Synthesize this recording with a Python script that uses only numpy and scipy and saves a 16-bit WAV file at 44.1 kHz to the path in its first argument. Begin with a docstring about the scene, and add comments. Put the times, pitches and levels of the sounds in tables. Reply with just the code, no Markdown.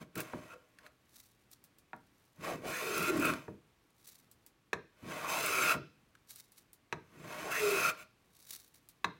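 """A metal hand plane works the edge of a pine board held in a vice, heard close by in a small workshop.
First it is set down with a knock, a sum of decaying modes and filtered noise bursts, and makes short scrapes.
Then come longer strokes: friction noise from the sole, fractures that ring the iron, stick-slip chatter.
After each stroke, fingers pull the crisp shaving from the plane's mouth as a crackle of random grains.
Throughout, sleeves brush faintly over still air and a faint hum; a decaying echo follows the work."""
import sys
import numpy as np
from scipy import signal
from scipy.fft import rfft, irfft
from scipy.io import wavfile
from scipy.ndimage import uniform_filter1d, map_coordinates

SR = 44100
rng = np.random.default_rng(int(sys.argv[2]) if len(sys.argv) > 2 else 0)


def transcribe(signal):
    """Save signal, clipped to [-1, 1], as a 16-bit WAV file at the path in sys.argv[1]."""
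    frames = np.atleast_2d(signal).T
    limited = np.clip(frames, -1, 1)
    pcm = np.round(limited * 32767).astype(np.int16)
    wavfile.write(sys.argv[1], SR, pcm)


N = 405279
T = np.arange(N) / SR

# Spectrum of the still air: (frequency [Hz], relative density [dB])
AIR_SPECTRUM = [(15, -43), (35, -1), (90, 1), (320, -2), (600, -9.5), (2300, -12.5), (3200, -15.5),
                (5400, -21.5), (16000, -28.5)]
# Tones of the hum: (frequency [Hz], rms level [dB])
HUM_TONES = [(118.4, -83.5), (1120, -89)]
# Echo of the workshop by octave-wide bands: (centre [Hz], decay by 60 dB [s], level [dB])
ROOM_BANDS = [(127, .5, -5), (232, .42, -9.5), (501, 0.23, -3.5), (1100, 0.26, -8.5), (1860, 0.37, -13.5),
              (4080, 0.48, -14), (8010, 0.13, -15), (14000, .16, -22.5)]

# Fingers pull a shaving out or shift on the plane: (loudest at [s], rise [s], fall [s], level [dB])
SHAVING_PULLS = [(1.18, 0.16, 0.22, -57), (1.534, 0.032, 0.047, -57), (2.26, 0.34, 0.27, -72),
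                 (4.08, 0.13, 0.22, -55.5), (6.308, 0.045, 0.11, -51.5), (6.39, 0.071, 0.11, -53),
                 (6.58, 0.037, 0.052, -53.5), (8.535, 0.22, 0.17, -48.5), (8.748, 0.018, 0.066, -57)]
# Splinters snap at the edge and dry shavings crack: (time [s], level before a common cut [dB])
FIBRE_SNAPS = [(0.155, -35), (0.1768, -33.5), (0.2036, -30), (1.1784, -56), (1.514, -47), (1.64, -46.5),
               (1.785, -50.5), (2.9793, -26.5), (3.027, -29), (3.171, -35), (3.1975, -32.5), (3.254, -26),
               (4.0755, -42), (4.3141, -47.5), (4.4636, -44.5), (5.4616, -24), (6.308, -39), (6.359, -40),
               (6.5194, -49), (6.7313, -44.5), (7.708, -32), (8.533, -38), (8.6787, -54), (8.888, -44)]
# Spectra of crinkling shavings and of a snap: (frequency [Hz], relative density [dB])
SHAVING_SPECTRUM = [(300, -9), (750, -14.5), (1400, -7), (2700, -7.5), (4300, -1.5), (6000, -3),
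                    (8000, -1.5), (11000, -0.5), (15500, -2)]
SNAP_SPECTRUM = [(800, -31), (2500, -14.5), (4500, -33), (8000, -1.5), (11000, -3.5), (15500, 0.5)]
# Resonances of a curled shaving: (frequency [Hz], width [Hz], gain [dB])
CURL_RESONANCES = [(2200, 250, -2), (3840, 200, 2), (4380, 240, -4.5), (5800, 660, -2.5)]

# The plane is set down, lurches or drops off the end:
# (time [s], peak level [dB], low-pass edge set by contact hardness [Hz], vice thud against the blow [dB])
PLANE_KNOCKS = [(0.021, -56, 504, 3), (0.161, -41, 390, 13), (.195, -43, 477, -16), (0.334, -36, 930, 0),
                (1.932, -37.5, 1380, -14), (3.48, -40, 687, 0.5), (4.7309, -24.5, 5400, -17.5),
                (5.027, -52, 300, 8), (5.744, -37, 595, 2), (6.9256, -29.5, 4760, -11),
                (9.044, -23, 5470, -16)]
# Light taps of the plane's loose parts: (time [s], level before a common cut [dB])
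METAL_TAPS = [(.157, -40), (.2045, -39), (0.7866, -51), (0.864, -48.5), (3.336, -34.5), (6.152, -55)]
# Struck modes of plane on board and of board in vice: (frequency [Hz], level [dB], decay by 60 dB [s])
BODY_MODES = [(781, -1, 0.034), (961, 1, 0.06), (1142, -2.5, 0.069), (1530, -5, 0.039), (1710, -0.5, 0.05),
              (1893, -17, 0.032), (2250, -1, 0.018), (2563, 6, 0.016), (3960, -26, 0.02),
              (6200, -21, 0.027)]
VICE_MODES = [(81, -8, 0.46), (124, -13, 0.33), (172, -8, 0.062), (202.8, 0.5, 0.21), (329, -3.5, 0.21),
              (418.6, -10, 0.15), (487, -1.5, 0.33), (605, 4, 0.09)]
# Spectrum of the crack of a knock: (frequency [Hz], relative density [dB])
CRACK_SPECTRUM = [(100, -41), (430, -1.5), (600, -9.5), (850, -7), (1130, -2.5), (1650, -2.5), (2600, -11),
                  (3000, -18.5), (3860, -8), (4800, -24), (6150, -14.5), (8600, -20.5), (16000, -22)]

# The edge catches with a hollow rasp: (start [s], end [s], first pitch [Hz], last pitch [Hz], level [dB])
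EDGE_RASPS = [(2.479, 2.523, 611, 556, -42.5), (2.652, 2.699, 484, 524, -43.5),
              (2.725, 2.783, 1500, 1880, -43.5), (2.812, 2.821, 955, 805, -48.5),
              (5.246, 5.38, 1130, 846, -42), (7.462, 7.494, 593, 782, -43), (7.52, 7.584, 1496, 1905, -40)]
# The edge sticks and slips: (full from [s], until [s], rise [s], fall [s], pitch at full [Hz],
# level [dB], irregular amplitude share [0-1])
EDGE_CHATTER = [(.548, 0.56, .04, 0.058, 496, -54, 0.5), (2.825, 3.0, 0.016, 0.24, 442.7, -43, 0.79),
                (3.11, 3.279, .22, .14, 345, -35, 0.84), (5.44, 5.64, .15, 0.29, 426.3, -50, 0.4),
                (7.641, 7.695, 0.094, 0.11, 418.6, -30.5, 0.17),
                (7.75, 7.773, 0.097, 0.033, 400.3, -37.5, 0.5)]

# The sole slides: (up to speed [s], slows [s], rise [s], fall [s], rubbing level as it slows [dB])
SOLE_SLIDES = [(0.015, 0.028, 0.034, 0.033, -61), (0.185, 0.198, 0.035, 0.05, -50.5),
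               (0.233, 0.263, 0.015, 0.58, -62), (0.527, 0.541, 0.75, 0.029, -66.5),
               (0.869, .87, 0.15, 0.035, -66.5), (2.445, 2.517, 0.079, .12, -49),
               (2.648, 3.299, 0.053, 0.21, -47.5), (5.105, 5.736, 0.16, 0.058, -45),
               (7.322, 7.896, 0.31, 0.038, -46), (7.936, 8.03, 0.022, 0.062, -67)]
# The iron takes a shaving: (start [s], end [s], tearing level at end [dB], ringing level at end [dB])
IRON_CUTS = [(0.177, 0.206, -59, -45), (0.505, 0.533, -81, -55), (0.887, 0.873, -84, -63.5),
             (2.675, 3.099, -44.5, -37), (3.217, 3.307, -48, -33.5), (5.292, 5.724, -39.5, -30),
             (7.515, 7.9, -41, -34), (7.978, 8.027, -62, -56)]
# The board shudders in the vice: (full from [s], until [s], rise [s], fall [s], level [dB])
BOARD_SHUDDERS = [(0.014, 0.025, .03, 0.069, -52.5), (0.167, .2, 0.026, 0.034, -45),
                  (2.397, 2.702, 0.046, 0.2, -54), (2.548, 2.554, 0.033, .05, -46.5),
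                  (3, 3.036, 0.22, 0.073, -46), (3.16, 3.342, 0.075, 0.1, -45),
                  (5.031, 5.1, 0.019, 0.18, -50.5), (7.218, 7.266, 0.17, .1, -53)]
# Resonances of board, iron and plane's mouth, each before later shaping:
# (frequency [Hz], width [Hz], gain [dB])
BOARD_RESONANCES = [(320, 30, -1), (496.7, 34, 2), (611, 62, 2.5), (945, 61, -3.5), (1084, 92, 0),
                    (1465, 140, -6), (1894, 15, 0.5), (2100, 51, -12), (2980, 31, -5)]
IRON_RESONANCES = [(1227, 58, 0.5), (1293, 62, -3), (1378, 56, 6), (1490, 50, -10.5), (2260, 46, -8.5),
                   (2512, 98, 3), (2645, 80, 0)]
MOUTH_RESONANCES = [(3590, 100, -2.5), (3980, 45, 0.5), (4270, 63, -3.5), (5050, 160, -3.5),
                    (6250, 140, 4.5), (7490, 130, -0.5), (9360, 180, -8.5), (10300, 180, -8.5)]
# Spectra of rubbing, tearing and bench rumble: (frequency [Hz], relative density [dB])
RUB_SPECTRUM = [(120, -52.5), (200, -16.5), (300, -9.5), (500, -7), (900, -9), (1740, -11), (2300, -12),
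                (3000, -41.5), (8000, -31), (16000, -47)]
TEAR_SPECTRUM = [(800, -19), (1700, -5), (2200, 15.5), (2650, 15.5), (2900, 4), (3400, 3), (5000, 0.5),
                 (7500, -1.5), (8500, -1.5), (12000, -1), (15500, -2)]
RUMBLE_SPECTRUM = [(25, -46.5), (50, -11.5), (80, -8.5), (170, 4.5), (260, 0.5), (330, 0.5), (500, -10.5),
                   (1200, -56.5)]

AIR_DB = -71.5
SLEEVE_DB, SLEEVE_SWAY_DB = -89, 3.5  # sleeves brush faintly all the while
SAG_HZ_PER_S = 310  # the chatter sinks as the plane travels
RASP_EDGE_S = .06  # rise and fall of a rasp
RASP_SPREAD_HZ, SLIP_SPREAD_HZ = 194, 59.4  # scatter of the rasp and irregular slips about their pitch
LEAN_DB_PER_S = 11  # the hand leans harder as a slide goes on
# Hiss, ring of the iron and bench rumble that mere sliding makes, against the rub
SCUFF_DB, SHIVER_DB, DRAG_DB = -4.5, -7.5, -8.5
BITE_S, BREAK_S = 0.042, 0.031  # the iron sinks in; the shaving breaks off
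TEAR_DB_PER_S, RING_DB_PER_S = 10.5, 41  # a growing shaving tears louder and rings the iron harder
TOP_HZ = 16200


def amp(db):
    """Logarithmic level: decibels converted to an amplitude gain."""
    return 10 ** (np.asarray(db) / 20)


def colour(x, points):
    """Minimum-phase filtering: a folded cepstrum gives the (Hz, dB) response a causal impulse."""
    hz, db = np.transpose(points)
    size = 4096
    grid = np.maximum(np.fft.rfftfreq(size, 1 / SR), 1)
    log_gain = np.log(amp(np.interp(np.log(grid), np.log(hz), db)))
    cepstrum = irfft(log_gain)
    cepstrum[1:size // 2] *= 2
    cepstrum[size // 2 + 1:] = 0
    impulse = irfft(np.exp(rfft(cepstrum)))
    return signal.fftconvolve(x, impulse)[:len(x)]


def band(x, lo, hi):
    """Band-pass filtering: only energy between two edges in Hz passes."""
    edges = [lo, min(hi, SR / 2 - 100)]
    return signal.sosfilt(signal.butter(N=3, Wn=edges, btype="band", fs=SR, output="sos"), x)


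def lowpass(x, hz):
    """Second-order low-pass filtering: energy above the edge rolls off."""
    return signal.sosfilt(signal.butter(2, hz, fs=SR, output="sos"), x)


def unit(x, lo, hi):
    """Normalisation: the rms within a band is brought to 1."""
    return x / np.std(band(x, lo, hi))


def resonate(x, peaks):
    """Modal superposition: parallel resonators of (Hz, width, dB) answer one excitation."""
    out = 0
    for hz, width, db in peaks:
        out = out + amp(db) * signal.lfilter(*signal.iirpeak(hz, hz / width, fs=SR), x)
    return out


def fade(t60):
    """Exponential damping: half a second of decay, falling 60 dB in t60 seconds."""
    return amp(-60 * T[:SR // 2] / t60)


def ring(modes):
    """Free vibration: struck modes decay together, neighbours in opposite sign, with energy 1."""
    y = np.zeros(SR // 2)
    for k, (hz, db, t60) in enumerate(modes):
        y += (-1) ** k * amp(db) * fade(t60) * np.sin(2 * np.pi * hz * T[:SR // 2])
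    return y / np.linalg.norm(y)


def burst(points, t60):
    """Transient noise: a damped, coloured burst with energy 1."""
    y = colour(rng.standard_normal(SR // 2) * fade(t60), points)
    return y / np.linalg.norm(y)


def walk(rate):
    """Slow random modulation: noise low-passed at a rate in Hz, with spread 1."""
    y = lowpass(rng.standard_normal(N), rate)
    return y / y.std()


def grains(rate, spread_db):
    """Random impulses: tiny fractures of uneven size and sign, so many a second on average."""
    size = amp(spread_db * np.minimum(rng.exponential(size=N), 5))
    return (rng.random(N) < rate / SR) * size * rng.choice([-1, 1], N)


def add(out, s, sound, db):
    """Superposition: mix in one blow, the rms of its loudest two milliseconds set to a level."""
    i = max(int(s * SR), 0)
    peak = np.sqrt(uniform_filter1d(sound ** 2, size=88).max())
    out[i:i + len(sound)] += (sound * amp(db) / peak)[:N - i]


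def glide(hz, wobble):
    """Phase integration: a note follows a moving pitch; a complex wobble shakes its size and phase."""
    phase = 2 * np.pi * np.cumsum(hz) / SR
    return wobble.real * np.cos(phase) - wobble.imag * np.sin(phase)


def envelope(start, end, rise, fall, db_per_s=0):
    """Exponential growth and decay: 30 dB up per rise, hold or grow to the end, 30 dB down per fall."""
    out = np.zeros(N)
    i, j = np.searchsorted(T, [start - 2 * rise, end + 2 * fall])
    t = T[i:j]
    outside = np.maximum((start - t) / rise, (t - end) / fall)
    skirts_db = -30 * np.maximum(outside, 0)
    out[i:j] = amp(skirts_db + db_per_s * np.minimum(t - end, 0))
    return out


def background():
    """Stationary noise and tones: gently swelling indoor air with a hum of wandering phase."""
    swell = amp(.7 * walk(2))
    air = colour(rng.standard_normal(N) * swell, AIR_SPECTRUM)
    hum = 0
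    for hz, db in HUM_TONES:
        hum = hum + np.sqrt(2) * amp(db) * np.sin(2 * np.pi * hz * T + 0.35 * walk(3))
    return amp(AIR_DB) * air / air.std() + hum


def workshop(x):
    """Reverberation: walls and bench answer with diffuse noise that decays at its own rate in each band."""
    tail = 0
    for hz, t60, db in ROOM_BANDS:
        echo = band(rng.standard_normal(SR // 2), hz / np.sqrt(2), hz * np.sqrt(2))
        echo = echo * fade(t60) * (1 - fade(0.0077))  # the echo builds up before it dies
        bandwidth_gain = np.sqrt(np.sqrt(2) * hz / SR)
        tail = tail + amp(db) * echo / np.linalg.norm(echo) * bandwidth_gain
    return x + signal.fftconvolve(x, tail)[:N]


def shavings():
    """Crackling noise: thin curls of pine crinkle between the fingers in random grains; fibres snap."""
    crinkle = colour(grains(rate=2000, spread_db=1.5) * amp(4.4 * walk(70)), SHAVING_SPECTRUM)
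    crinkle = crinkle + resonate(crinkle, CURL_RESONANCES)
    pull = sum(amp(db) * envelope(s, s, rise, fall) for s, rise, fall, db in SHAVING_PULLS)
    sleeves = amp(SLEEVE_DB + SLEEVE_SWAY_DB * walk(3))
    out = (pull + sleeves) * crinkle / crinkle.std()
    for s, db in FIBRE_SNAPS:
        snap = burst(SNAP_SPECTRUM, t60=0.0081) + amp(-0.5) * burst(SHAVING_SPECTRUM, t60=0.1)
        add(out, s, snap, db - 3.0)
    return out


def blows():
    """Impact excitation: knocks ring plane and board, the vice thuds after, and light metal taps ring."""
    out = np.zeros(N)
    for s, db, hz, thud_db in PLANE_KNOCKS:
        blow = burst(CRACK_SPECTRUM, t60=0.036) + amp(-1.5) * ring(BODY_MODES)
        # a gentler contact lasts longer and so sounds duller; a harder one leaks more of a bright tick
        tick = amp(-22.0) * min(hz / 6000, 1) ** 2 * burst(SHAVING_SPECTRUM, t60=.012)
        blow = lowpass(blow, min(hz, SR / 3)) + tick
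        # the heavy vice takes a moment to swing
        thud = ring(VICE_MODES) + amp(4.0) * burst(RUMBLE_SPECTRUM, t60=0.26)
        thud = thud * (1 - fade(0.038))
        add(out, s, blow / np.linalg.norm(blow) + amp(thud_db) * thud, db)
    for s, db in METAL_TAPS:
        tap = resonate(burst(SHAVING_SPECTRUM, t60=0.024), [(1513, 280, 24), (1800, 117, 1.7)])
        add(out, s, tap, db - .5)
    return out


def chatter():
    """Stick-slip oscillation: the edge rasps hollowly, or slips on the flexing board at a sinking pitch."""
    out = 0
    hoarse = walk(RASP_SPREAD_HZ) + 1j * walk(RASP_SPREAD_HZ)
    uneven = walk(SLIP_SPREAD_HZ) + 1j * walk(SLIP_SPREAD_HZ)
    for s, end, first_hz, last_hz, db in EDGE_RASPS:
        rasp = glide(np.interp(T, [s, end], [first_hz, last_hz]), hoarse)
        out = out + amp(db) * envelope(s, end, RASP_EDGE_S, RASP_EDGE_S) * rasp
    for s, end, rise, fall, hz, db, rough in EDGE_CHATTER:
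        rough = np.clip(rough, 0, 1)
        # a steady tone and irregular slips share unit power
        wobble = np.sqrt(2 * (1 - rough ** 2)) + rough * uneven
        slips = glide(hz - SAG_HZ_PER_S * (T - s), wobble)
        out = out + amp(db) * envelope(s, end, rise, fall) * slips
    return out


def effort():
    """Power addition: slides, cuts and shudders set how the sole rubs, iron rings, fibres tear, bench rumbles."""
    rub = 0
    for s, end, rise, fall, db in SOLE_SLIDES:
        rub = rub + amp(db) * envelope(s, end, rise, fall, LEAN_DB_PER_S)
    bite, tear = 0, 0
    for s, end, tear_db, ring_db in IRON_CUTS:
        bite = bite + amp(ring_db) * envelope(s, end, BITE_S, BREAK_S, RING_DB_PER_S)
        tear = tear + amp(tear_db) * envelope(s, end, BITE_S, BREAK_S, TEAR_DB_PER_S)
    push = sum(amp(db) * envelope(s, end, rise, fall) for s, end, rise, fall, db in BOARD_SHUDDERS)
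    # mere sliding adds its share to each
    bite = np.hypot(bite, amp(SHIVER_DB) * rub)
    tear = np.hypot(tear, amp(SCUFF_DB) * rub)
    push = np.hypot(push, amp(DRAG_DB) * rub)
    return rub, bite, tear, push


def planing():
    """Friction and fracture: random grains excite sole, board, iron and mouth as a shaving tears loose."""
    rub, bite, tear, push = effort()
    grain = amp(0.78 * walk(55))  # hard and soft wood pass under the edge
    scrape = grains(rate=7000, spread_db=2.5) * grain
    fibres = grains(rate=12000, spread_db=2.0) * grain
    board = resonate(grains(rate=5000, spread_db=4.0) * grain, BOARD_RESONANCES)
    sole = colour(scrape, RUB_SPECTRUM) + amp(-2) * board

    # each mode of the iron is plucked by its own fibres; the casting radiates two broad bands
    iron = sum(resonate(grains(rate=4000, spread_db=1.0) * grain, [mode]) for mode in IRON_RESONANCES)
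    iron = resonate(iron, [(1495, 480, -0.1), (2380, 370, -8.0)])

    # the curling shaving damps now one resonance of the mouth, now another
    mouth = sum(resonate(fibres, [mode]) * amp(2.3 * walk(7.8)) for mode in MOUTH_RESONANCES)
    hiss = colour(fibres, TEAR_SPECTRUM) + amp(3.5) * mouth
    # a close reflection off the hands ripples the treble and shifts as they move
    lag_s = .0016 + .00012 * walk(2)
    reflection = map_coordinates(hiss, [(T - lag_s) * SR], order=3)
    hiss = hiss + amp(-4.5) * reflection

    bench = colour(scrape, RUMBLE_SPECTRUM)
    sole, iron = unit(sole, 650, 1100), unit(iron, 1220, 1550)
    hiss, bench = unit(hiss, 4000, 16000), unit(bench, 70, 240)
    # a deep bite also breaks off small splinters
    splinters = signal.fftconvolve(grains(rate=70, spread_db=3), burst(SNAP_SPECTRUM, t60=.004))[:N]
    iron = iron + amp(-16.0) * splinters / splinters.std()
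    return rub * sole + bite * iron + tear * hiss + push * bench


def scene():
    """Linear superposition: all the work at the bench, echoed by the room, over the background."""
    work = shavings() + blows() + chatter() + planing()
    return (background() + workshop(work))[None]


def record(dry):
    """Low-pass filtering: a steep elliptic filter cuts the top of the treble."""
    return signal.sosfilt(signal.ellip(10, .2, 70, TOP_HZ, fs=SR, output="sos"), dry)


dry = scene()
out = record(dry)
transcribe(out)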